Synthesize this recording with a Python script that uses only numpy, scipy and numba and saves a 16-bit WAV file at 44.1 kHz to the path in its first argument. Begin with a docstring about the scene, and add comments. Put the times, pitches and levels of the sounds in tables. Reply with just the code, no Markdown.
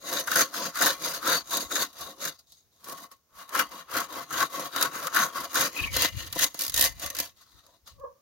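"""Outdoors, a frame saw is pushed and pulled through a board on concrete blocks, close to a phone.
Teeth tear fibres in uneven bites: noise shaped by their force rings the blade, the board and the frame.
The blade squeaks in one short flurry of narrow bands, and cloth rustles as grainy filtered noise.
Low noise makes gusts thump the microphone ports; far off a dog barks, in three partials with echoes."""
import sys
import numpy as np
from scipy import signal
from scipy.fft import rfft, irfft, next_fast_len
from scipy.io import wavfile
from scipy.ndimage import uniform_filter1d
from numba import njit

SR = 44100
rng = np.random.default_rng(int(sys.argv[2]) if len(sys.argv) > 2 else 0)


def volts_from_db(level):
    """Convert decibel levels to linear amplitude ratios."""
    exponent = np.asarray(level, float) / 20
    return 10 ** exponent


def log_audio(samples):
    """Write samples as a 16-bit WAV file to the path given in sys.argv[1]."""
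    # one column per channel
    frames = np.atleast_2d(samples).T
    # limit to full scale, then quantise
    limited = np.clip(frames, -1, 1)
    pcm = np.round(limited * 32767).astype(np.int16)
    wavfile.write(sys.argv[1], SR, pcm)


N = 362061
T = np.arange(N) / SR
COARSE = T[::32]  # clock for slow levels, s
SIZE = next_fast_len(N + 8192)
HZ = np.arange(SIZE // 2 + 1) * SR / SIZE + 1e-3

# Gloves and blade brushing the wood in the pauses:
# (start of hold [s], hold [s], level [dB], swell over the hold [dB], board over blade [dB])
TOUCHES = [(2.391, 0.029, -62, -12, -13), (2.47, .065, -61.5, 11, -26), (2.57, 0.082, -69, -11.5, -21),
           (2.72, .09, -69.5, 3, -25), (3.117, 0.022, -61, -8, -3), (7.365, 0.063, -60, 6.5, -14),
           (7.466, 0.13, -62.5, 4, -7), (7.64, .12, -65.5, -4.5, -6.5), (7.872, 0.014, -49, -5, -11),
           (7.9, 0.029, -66, -4, -12)]
TOUCH_SLOPES = (1360, 305)  # rise and fall, dB per s
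EVEN_DB = -31  # blade level at which frame, hiss, board pitch and stir of air are neutral


def unit(x):
    """Scale to rms 1."""
    return x / np.sqrt(np.mean(x ** 2))


def curve(rows):
    """Columns of a time table, one value a sample."""
    s, *columns = np.transpose(rows)
    return [np.interp(T, s, c) for c in columns]


def spectrum(points):
    """Values of a frequency table, joined on a log axis."""
    hz, value = np.transpose(points)
    return np.interp(np.log(HZ), np.log(hz), value)


def modes(rows):
    """Response of damped resonances with alternating sign."""
    response = 0
    for k, (hz, width, db) in enumerate(rows):
        response = response + (-1) ** k * volts_from_db(db) / (1 + 1j * (HZ - hz ** 2 / HZ) / width)
    return response


def colour(x, response):
    """Filter by a response scaled to keep the power of white noise."""
    even = response / np.sqrt(np.mean(np.abs(response) ** 2))
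    return irfft(rfft(x, SIZE) * even, SIZE)[..., :N]


@njit
def svf(x, hz, width):
    """Band-pass whose centre moves, gain 1 at the centre."""
    y, b, l = np.empty(len(x)), 0., 0.
    for i in range(len(x)):
        g, k = np.tan(np.pi * hz[i] / SR), width / hz[i]
        v = (b + g * (x[i] - l)) / (1 + g * (g + k))
        b, l, y[i] = 2 * v - b, l + 2 * g * v, k * v
    return y


def walk(rate):
    """Random levels that slew from one to the next every 1 / rate s; rms 1."""
    k = int(SR / rate)
    steps = np.repeat(rng.standard_normal(N // k + 1), k)
    return unit(uniform_filter1d(steps, k)[:N])


def fade(x, decay_s):
    """Every kick dies away exponentially."""
    return signal.lfilter([1], [1, -np.exp(-1 / (decay_s * SR))], x)


def kicks(times_s, level_db):
    """One spike for each event."""
    out = np.zeros(N)
    np.add.at(out, (np.array(times_s) * SR).astype(int), volts_from_db(level_db))
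    return out


def burst(times_s, level_db, rise_s, decay_s):
    """Force after each catch: a quick rise, then a short fade."""
    spikes = kicks(times_s, level_db)
    return fade(spikes, decay_s) - fade(spikes, rise_s)


def holds(rows, slopes):
    """Level in dB of each event on the coarse clock: it rises, holds with a swell and falls away."""
    start, hold, db, swell_db = np.transpose(rows)[:4, :, None]
    s = COARSE - start
    swell = swell_db * (np.clip(s / hold, 0, 1) - .5)
    return db + swell + slopes[0] * np.minimum(s, 0) - slopes[1] * np.maximum(s - hold, 0)


def total(db):
    """Power sum of overlapping events in dB, one value a sample."""
    power = np.sum(10 ** (db / 10), axis=0)
    return np.interp(T, COARSE, 10 * np.log10(power + 1e-12))


def teeth(rate, scatter_db, decay_s):
    """Force of teeth tearing at random moments, some harder than the rest."""
    strength = volts_from_db(scatter_db * np.clip(rng.standard_normal(N), -2, 2))
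    tears = (rng.random(N) < rate / SR) * strength
    return unit(np.sqrt(fade(tears ** 2, decay_s) + 1e-9))


def ring(force, rows, wander_db):
    """Resonances driven together, each swelling and sinking at random on its own."""
    shapes = [modes([row]) * (-1) ** k for k, row in enumerate(rows)]
    ringing = sum(rfft(force * volts_from_db(wander_db * walk(14)), SIZE) * shape for shape in shapes)
    return irfft(ringing / np.sqrt(np.mean(np.abs(sum(shapes)) ** 2)), SIZE)[..., :N]


def strokes():
    """Force of pushes, pulls and touches on blade, board and frame, in dB."""
    # Strokes: (start of hold [s], hold [s], blade level [dB], swell over the hold [dB],
    # board over blade [dB])
    push_rows = [(0.284, 0.13, -31, 13.5, -4.2), (0.762, 0.012, -39.5, 3.5, -1.5),
                 (0.821, 0.089, -26.5, -3.5, -6.5), (1.232, 0.023, -43, 4.5, 1.5),
                 (1.275, 0.079, -26.5, 2.9, -4.5), (1.717, 0.1, -31.5, 9.5, -8.5),
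                 (2.227, 0.057, -36.5, 2.5, -9), (3.497, 0.041, -56.5, 3.5, 3), (3.551, 0.049, -36, 12, 2),
                 (3.892, 0.046, -55, 15, 4), (3.953, 0.067, -36.5, -3.1, 0.5),
                 (4.331, 0.095, -35.5, 8.5, 0.8), (4.747, 0.099, -36, 7.5, 1.7), (5.167, 0.075, -31, 1, 2),
                 (5.574, 0.084, -29.5, -1, -5), (5.963, 0.091, -28.5, 1, -14.1),
                 (6.332, 0.1, -35.5, 22.5, -18.5), (6.776, 0.08, -29.5, 7.7, -17.5),
                 (7.186, 0.068, -37.5, -4, -18)]
    pull_rows = [(0.083, 0.12, -32.5, 5, -9), (0.563, 0.12, -36, -0.5, -5.5), (1.043, 0.135, -35, -6, -8.5),
                 (1.536, 0.095, -33, -4, -10.5), (2.004, 0.11, -42.5, -7, -10),
                 (2.872, 0.18, -52.5, -5, -3), (3.391, 0.038, -53.5, -0.5, 3.5),
                 (3.734, 0.079, -48.5, -3, -1.2), (4.131, 0.1, -45, -1.5, -1),
                 (4.554, 0.11, -40.5, -1, -5.5), (4.951, 0.11, -41.5, 0.5, 0.5),
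                 (5.361, 0.1, -42, -2, -0.3), (5.761, 0.11, -40.5, 1.5, -12),
                 (6.188, 0.087, -43, -2.5, -10), (6.617, 0.049, -37.5, -7, -13),
                 (7.032, 0.07, -42.5, -10.5, -13)]  # same columns
    push_slopes, pull_slopes = (356, 376), (289, 495)  # rise and fall, dB per s
    board_lead_s, push_tilt_db, pull_tilt_db = 0.0027, 2, 1  # the board speaks early in a stroke
    catch_s, catch_lead_s, catch_db = 0.011, 0.0052, 2
    frame_follows = 0.95  # the frame gains less than the blade from force
    pull_frame_db = 1.5  # pulls rattle the frame more

    blade = np.concatenate([holds(push_rows, push_slopes), holds(pull_rows, pull_slopes),
                            holds(TOUCHES, TOUCH_SLOPES) - 3])

    def early(rows, tilt_db):
        """Board events: ahead of the blade, with a tilt over the hold."""
        return [(s - board_lead_s, hold, db + over, swell + tilt_db) for s, hold, db, swell, over in rows]

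    # the board squawks as the teeth of a push first catch
    catches = [(s - catch_lead_s, catch_s, db - swell / 2 + over + catch_db, 0)
               for s, _, db, swell, over in push_rows]
    board = np.concatenate([holds(early(push_rows, push_tilt_db), push_slopes),
                            holds(early(pull_rows, pull_tilt_db), pull_slopes),
                            holds(early(TOUCHES, 0), TOUCH_SLOPES),
                            holds(catches, TOUCH_SLOPES)])
    pulled = np.repeat([0, 1, 0], [len(push_rows), len(pull_rows), len(TOUCHES)])[:, None]
    frame = EVEN_DB + frame_follows * (blade - EVEN_DB) + pull_frame_db * pulled
    return total(blade), total(board), total(frame)


def yard():
    """Faint outdoor hiss: coloured noise whose level wanders slowly."""
    # Colour of the hiss: (frequency [Hz], relative density [dB])
    yard_colour = [(35, -34), (60, -2.5), (1020, -16), (1120, -17.5), (2840, -21), (3120, -21.5),
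                   (6560, -14), (7720, -25.5), (15500, -16)]
    level = volts_from_db(-69 + 1.5 * walk(4))
    return level * colour(rng.standard_normal((2, N)), volts_from_db(spectrum(yard_colour)))


def wind():
    """Low thumps of air, unrelated at the two ports, over a stir of air that rises with the strokes."""
    # Gusts on the ports: (start of hold [s], hold [s], level before port offset [dB], swell [dB])
    gust_rows = [(1.6, .04, -59.5, 0), (3.55, .11, -63.5, 1), (3.92, .05, -59.5, 1), (4.36, 0.025, -63, -7),
                 (4.76, 0.045, -59, -11), (5.4, .04, -63, 7), (5.57, 0.034, -61, 5),
                 (5.815, 0.046, -42, -2), (5.91, 0.16, -41.5, -10), (6.13, 0.046, -39, 1),
                 (6.23, 0.22, -54, -4), (6.68, .28, -50.5, -2), (7.04, 0.22, -59.5, 0.5),
                 (7.55, 0.026, -66, -1.5), (7.84, 0.015, -68, -4.5), (7.92, 0.19, -66.5, -8.5)]
    stir_db, stir_follows = -69, 0.36
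    stir = stir_db + stir_follows * (strokes()[0] - EVEN_DB) + 1.3 * walk(8.8)
    db = total(np.vstack([holds(gust_rows, (1500, 240)), stir[::32]]))
    flutter = volts_from_db(4 * np.array([walk(22), walk(22)]))
    port_db = np.array([[4.5], [-2.5]])  # left, right
    air = volts_from_db(db + port_db) * flutter * rng.standard_normal((2, N))
    low = [(15, -37), (35, -12), (58, -3.5), (90, -5), (160, -19), (400, -42.5), (2000, -84.5)]
    return colour(air, volts_from_db(spectrum(low)))  # (Hz, dB)


def steel_blade(blade_db, low_db, chatter, crack):
    """Tearing teeth and cracks ring the high and low modes of the blade."""
    # Blade modes: (frequency [Hz], width [Hz], relative level [dB])
    low_modes = [(1710, 51, -6), (1851, 52, 1), (2037, 25, 4.5), (2370, 68, -2.5), (2630, 66, -3.5),
                 (2850, 47, 0.5), (2983, 39, -0.5), (3264, 130, -2.5)]
    high_modes = [(3480, 110, -7), (3830, 190, 0), (4162, 38, 0), (4503, 40, 1.5), (4750, 410, -6),
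                  (5630, 90, -7.5), (6150, 99, -1.5), (6557, 273, 0.5)]  # same columns
    force = volts_from_db(blade_db) * chatter * teeth(1100, 3, 0.0016) + crack
    high = ring(force * rng.standard_normal((2, N)), high_modes, 2.82)
    low = ring(force * volts_from_db(low_db) * rng.standard_normal((2, N)), low_modes, 2.8)
    return volts_from_db(-2.5) * high + volts_from_db(-10) * low


def torn_fibres(blade_db, hiss_db, chatter, crack):
    """Hiss of tearing fibres, which gains more than the blade from force."""
    # Colour of the fibre hiss: (frequency [Hz], relative density [dB])
    fibre_colour = [(1500, -21), (2500, -12.5), (5000, -2), (7000, -3.5), (8000, -7.5), (10000, -3),
                    (12000, 0), (13500, -2.5), (15500, -4.5)]
    hiss_follows = 1.063
    pressed = volts_from_db(EVEN_DB + hiss_follows * (blade_db - EVEN_DB) - 1.5)
    force = pressed * chatter * teeth(1100, 3.6, 0.0026) + volts_from_db(8) * crack
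    noise = rng.standard_normal((2, N))
    return volts_from_db(-0.5) * colour(force * volts_from_db(hiss_db) * noise, volts_from_db(spectrum(fibre_colour)))


def sawn_board(board_db, board_hz, push, bite_s, knock_db):
    """The board's moving resonance answers the slower push of the teeth; each catch strikes a blow."""
    tearing = burst(bite_s, knock_db + 1.5, 0.0041, 0.0068)
    wood = (volts_from_db(board_db + 1) * push + tearing) * rng.standard_normal((2, N))
    rubbed = np.array([svf(svf(w, board_hz, 1000.), board_hz, 400.) for w in wood])
    blows = kicks(bite_s, knock_db + 24)
    return volts_from_db(16.5) * rubbed + svf(svf(blows, board_hz, 500.), board_hz, 120.)


def wooden_frame(shake_db, bar_db, push, bite_s, crack_db):
    """Strokes shake the frame and its stretcher bar, catches thud on the frame and its joints knock."""
    # Frame modes: (frequency [Hz], width [Hz], relative level [dB])
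    frame_modes = [(149.8, 39, -8.5), (203, 70, -8.5), (294.6, 53.6, -2), (535, 55.5, -0.5), (692, 37, 0),
                   (987.6, 70, -2.5)]
    bar_modes = [(1095, 92.5, -3.5), (1106, 69.4, -0.5)]  # same columns
    # Knocks of the joints: (time [s], relative level [dB])
    joint_s, joint_db = np.transpose([(0.361, -27), (0.806, -29.5), (.858, -28), (1.28, -27.5),
                                      (1.821, -29), (2.26, -39), (2.886, -39.5), (2.926, -38),
                                      (4.176, -34.5), (4.595, -31), (4.762, -34.5), (5.965, -27.5),
                                      (6.022, -33), (6.047, -24), (6.359, -30), (6.365, -29),
                                      (6.545, -38.5), (6.792, -32), (7.2, -38)])
    thud_db = -24.5  # blow on the frame, over the crack
    shake = volts_from_db(shake_db - 2.5 + 1.3 * walk(40))
    shaken = ring(shake * rng.standard_normal((2, N)), frame_modes, 2.6)
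    # a soft blow favours the low modes
    thuds = burst(bite_s, crack_db + thud_db, .0002, 0.00038)
    knocks = volts_from_db(5) * fade(kicks(joint_s, joint_db), 0.00015)
    struck = colour(thuds + knocks, modes(frame_modes))
    bar = colour(shake * volts_from_db(bar_db) * push * rng.standard_normal((2, N)), modes(bar_modes))
    return shaken + struck + bar


def saw():
    """Blade, fibres, board and frame share the stroke forces; noise differs in the two rows, blows do not."""
    # Teeth that catch and break free: (time [s], crack level [dB], board over crack [dB])
    bite_s, crack_db, knock_db = np.transpose([(0.204, -23.5, -30), (0.273, -17.5, -2),
                                               (0.3152, -12.5, -3.5), (0.3547, -13.5, -1.5),
                                               (0.3583, -11.5, -6.5), (0.3699, -16, -7),
                                               (0.4055, -24.5, -7), (0.5392, -27.5, -1), (0.7548, -22, -8),
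                                               (0.7712, -20, -4), (0.8094, -15.5, -2), (0.821, -8, -22),
                                               (0.8594, -10.5, -5.5), (1.254, -27.5, -2),
                                               (1.261, -28.5, -13), (1.2738, -21.5, -20),
                                               (1.5067, -26.5, -8), (1.5696, -10, -20), (1.707, -29.5, 5),
                                               (1.7545, -17.5, 2), (1.8185, -24, -28), (1.929, -38, -20),
                                               (2.2233, -29.5, -16), (2.2509, -15.5, -8), (2.391, -42, -27),
                                               (2.5202, -35, -36), (2.8425, -35.5, -23), (2.884, -38, -11),
                                               (2.895, -35, -16), (2.9243, -38, -18), (3.1146, -43, -20),
                                               (3.4916, -34, -9), (3.5485, -21.5, 5.5), (3.5584, -24.5, -5),
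                                               (3.5912, -14, 1), (3.9138, -33, 6), (3.938, -27, -4),
                                               (3.9672, -18, -7), (3.9816, -35, -12), (4.0016, -25, -9),
                                               (4.125, -29, -13), (4.3055, -34, 9), (4.326, -26, -17),
                                               (4.4033, -24.5, 4), (4.5955, -24.5, -14),
                                               (4.7607, -16.5, -4), (4.8104, -15, -5), (4.8248, -7, -11),
                                               (5.069, -15.5, -2.5), (5.1453, -18.5, 0), (5.1617, -17.5, 1),
                                               (5.1876, -25, -17), (5.5308, -30.5, 5), (5.5433, -18.5, -8),
                                               (5.5543, -13, -7), (5.6077, -16.5, -12), (5.9643, -12, -22),
                                               (6.0196, -7.5, -22), (6.045, -16, -8), (6.326, -17.5, -20),
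                                               (6.3517, -34, -28), (6.358, -39.5, -14), (6.3896, -13, -11),
                                               (6.4216, -18, -24), (6.4408, -8, -19), (6.5435, -25.5, -15),
                                               (6.5905, -16, -30), (6.608, -16.5, -33),
                                               (6.6184, -16.5, -35), (6.636, -18, -35), (6.6476, -23, -27),
                                               (6.664, -19, -32), (6.6793, -17, -29), (6.6958, -16.5, -34),
                                               (6.7197, -28, -15), (6.7409, -11, -20), (6.762, -12, -28),
                                               (6.775, -10.5, -24), (6.793, -9, -35), (6.8093, -4, -31),
                                               (6.8234, -10, -31), (6.8394, -13.5, -25),
                                               (6.9961, -25.5, -27), (7.0405, -29, -18),
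                                               (7.0608, -17.5, -16), (7.1006, -18, -29), (7.149, -20, -16),
                                               (7.1661, -21, -33), (7.186, -15, -37), (7.2, -9.5, -41),
                                               (7.371, -52, -33), (7.4143, -44.5, -17), (7.4205, -48, -7),
                                               (7.664, -42, -20), (7.7648, -57, -18), (7.8745, -33, -14),
                                               (7.9967, -44, -17.5)])
    # As the cut deepens: (time [s], board resonance before stiffening [Hz], fibre hiss [dB],
    # low blade modes [dB], frame [dB], stretcher bar over frame [dB])
    board_hz, hiss_db, low_db, frame_db, bar_db = curve([(0, 1510, .5, -3.5, -6, -3.5),
                                                         (.8, 1446, .5, 1, -5, -2),
                                                         (1.5, 1390, -0.5, -4, -6.5, -6),
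                                                         (1.8, 1490, 1, -3.5, -5.5, -3),
                                                         (2.2, 1540, 1, -1.5, -4.5, -3),
                                                         (2.6, 1520, -1.5, -13, -20, -5),
                                                         (2.9, 1610, 7.5, 2.5, 2, 3),
                                                         (3.3, 1450, 7.5, 2.5, -4.5, 6.5),
                                                         (3.6, 1390, 3.5, 8, -1, 2),
                                                         (4.5, 1470, 2.5, 3.5, -0.5, 3),
                                                         (5.5, 1435, 3, 3, -1, 1),
                                                         (6.1, 1410, 0.1, 8, -10, -4.5),
                                                         (6.6, 1520, 3.5, 1.7, -12, 1.5),
                                                         (7.2, 1600, 1.5, 4, -9.5, -7.5),
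                                                         (7.45, 1560, -2, -1, -15, 3),
                                                         (7.75, 1400, 0, 2, 3, -21),
                                                         (7.9, 1400, -3.5, 1, -10.5, 0)])
    stiffen_per_db = 0.0063  # the board's resonance climbs as the blade presses harder
    stall_s, stall_db = 0.0028, -1.5  # the blade stalls just before a caught tooth breaks free

    blade_db, board_db, shake_db = strokes()
    board_hz = board_hz * (1 + stiffen_per_db * np.clip(blade_db - EVEN_DB, -30, 10))
    # the blade judders in the kerf
    stall = fade(kicks(bite_s, 0 * crack_db)[::-1], stall_s)[::-1]
    chatter = volts_from_db(1.8 * walk(80)) * volts_from_db(stall_db * np.minimum(stall, 1))
    crack = burst(bite_s, crack_db - 16.5, .0005, 0.0041)
    push = chatter * teeth(560, 2.4, 0.0056)  # slower force felt by the wood

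    steel = steel_blade(blade_db, low_db, chatter, crack)
    fibres = torn_fibres(blade_db, hiss_db, chatter, crack)
    board = sawn_board(board_db, board_hz, push, bite_s, crack_db + knock_db)
    frame = wooden_frame(shake_db + frame_db, bar_db, push, bite_s, crack_db)
    return steel + fibres + board + frame


def rustle():
    """Soft, grainy rubbing of cloth on wood."""
    rub = volts_from_db(total(holds(TOUCHES, TOUCH_SLOPES)) - 3) * teeth(2500, 4, .001)
    cloth = [(2400, -30), (3800, 4.5), (6500, -6), (8000, -7.5), (15500, -11.5)]  # (Hz, dB)
    return colour(rub * rng.standard_normal((2, N)), volts_from_db(spectrum(cloth)))


def squeak():
    """Stick-slip bursts ring narrow bands of the pinched blade."""
    # Blade binding in the kerf: (start of hold [s], hold [s], relative level [dB], swell [dB], pitch [Hz])
    squeak_rows = [(5.767, 0.08, -38.5, -7, 2530), (5.792, .06, -46, 8.5, 2850),
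                   (5.861, 0.031, -44.5, 0.5, 2290), (5.914, .012, -46.5, -3, 2270)]
    flicker_db = 3.8 * walk(200)
    noise = rng.standard_normal((2, N))
    out = np.zeros((2, N))
    for row in squeak_rows:
        slips = volts_from_db(total(holds([row], (1600, 1200))) + flicker_db) * noise
        hz = np.full(N, float(row[-1]))
        # two band-passes in a row, 310 and 143 Hz wide
        out += np.array([svf(svf(w, hz, 310.), hz, 143.) for w in slips])
    return volts_from_db(25) * out


def dog():
    """Hoarse barks, three partials on a shaky pitch, smeared by echoes that differ at each port."""
    # Bark syllables: (start of hold [s], hold [s], level [dB], swell [dB], mean pitch [Hz])
    bark_rows = [(7.032, 0.035, -47.5, 6, 562.3), (7.108, 0.046, -54.5, 8, 582), (7.96, 0.025, -64, 4, 569),
                 (8.005, .045, -44.5, 5.5, 558), (8.066, 0.023, -52, -8.5, 503.6),
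                 (8.104, 0.016, -58.5, -5.5, 582), (8.144, 0.055, -71, -2.5, 586)]
    db = total(holds(bark_rows, (910, 790)))
    hz, = curve([(s + hold / 2, pitch) for s, hold, _, _, pitch in bark_rows])
    phase = 2 * np.pi * np.cumsum(hz * (1 + 0.046 * walk(160))) / SR
    voice = np.sin(phase) + volts_from_db(-2.5) * np.sin(2 * phase) + volts_from_db(-26) * np.sin(3 * phase)
    voice = voice * volts_from_db(db + 3.5 * walk(110))
    tail = np.arange(SR // 4) / SR
    echoes = rng.standard_normal((2, len(tail))) * np.exp(-tail / 0.026)
    return voice + volts_from_db(-24.5) * signal.fftconvolve(voice[None], echoes, axes=1)[:, :N]


def ports(pair):
    """Common and differing parts become left and right; the phone body shades and delays them unevenly."""
    # Likeness of the ports: (frequency [Hz], share common to both [0..1])
    like = np.clip(spectrum([(60, 0.46), (130, 0.97), (290, 0.91), (640, 0.76), (1400, 0.66), (2400, 0.11),
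                             (4000, 0.33), (8000, 0.087), (15000, 0.083)]), 0, 1)
    # Left over right: (frequency [Hz], level [dB])
    left_db = spectrum([(60, -5), (110, -3.5), (200, 1), (380, 1), (700, 0.5), (1290, 5.5), (2380, 3.5),
                        (4400, 5.5), (8120, -0.5), (15000, -6.5)])
    # Left ahead of right: (frequency [Hz], phase [rad])
    left_lead = spectrum([(100, 0), (1100, 0.25), (1400, 0.53), (2400, -0.6), (2850, 0.5), (4000, -1.7),
                          (5300, 0), (6800, -2), (16000, -4)])
    mid, side = rfft(pair, SIZE) * np.sqrt([(1 + like) / 2, (1 - like) / 2])
    tilt = volts_from_db(left_db / 2) * np.exp(.5j * left_lead)  # half on each port
    return irfft([(mid + side) * tilt, (mid - side) / tilt], SIZE)[:, :N]


def scene():
    """Saw, squeak, cloth and yard through the two ports, with wind and dog."""
    return ports(yard() + saw() + rustle() + squeak()) + wind() + dog()


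def roll_off(x):
    """The treble ends steeply here."""
    return signal.sosfilt(signal.butter(12, 16990, fs=SR, output="sos"), x)


def record(dry):
    """The phone cuts the top above 16 kHz with a steep low-pass."""
    top = signal.ellip(10, .2, 70, 16000, fs=SR, output="sos")  # ripple and stop-band in dB
    mix = signal.sosfilt(top, dry)
    return roll_off(mix)


dry = scene()
out = record(dry)
log_audio(out)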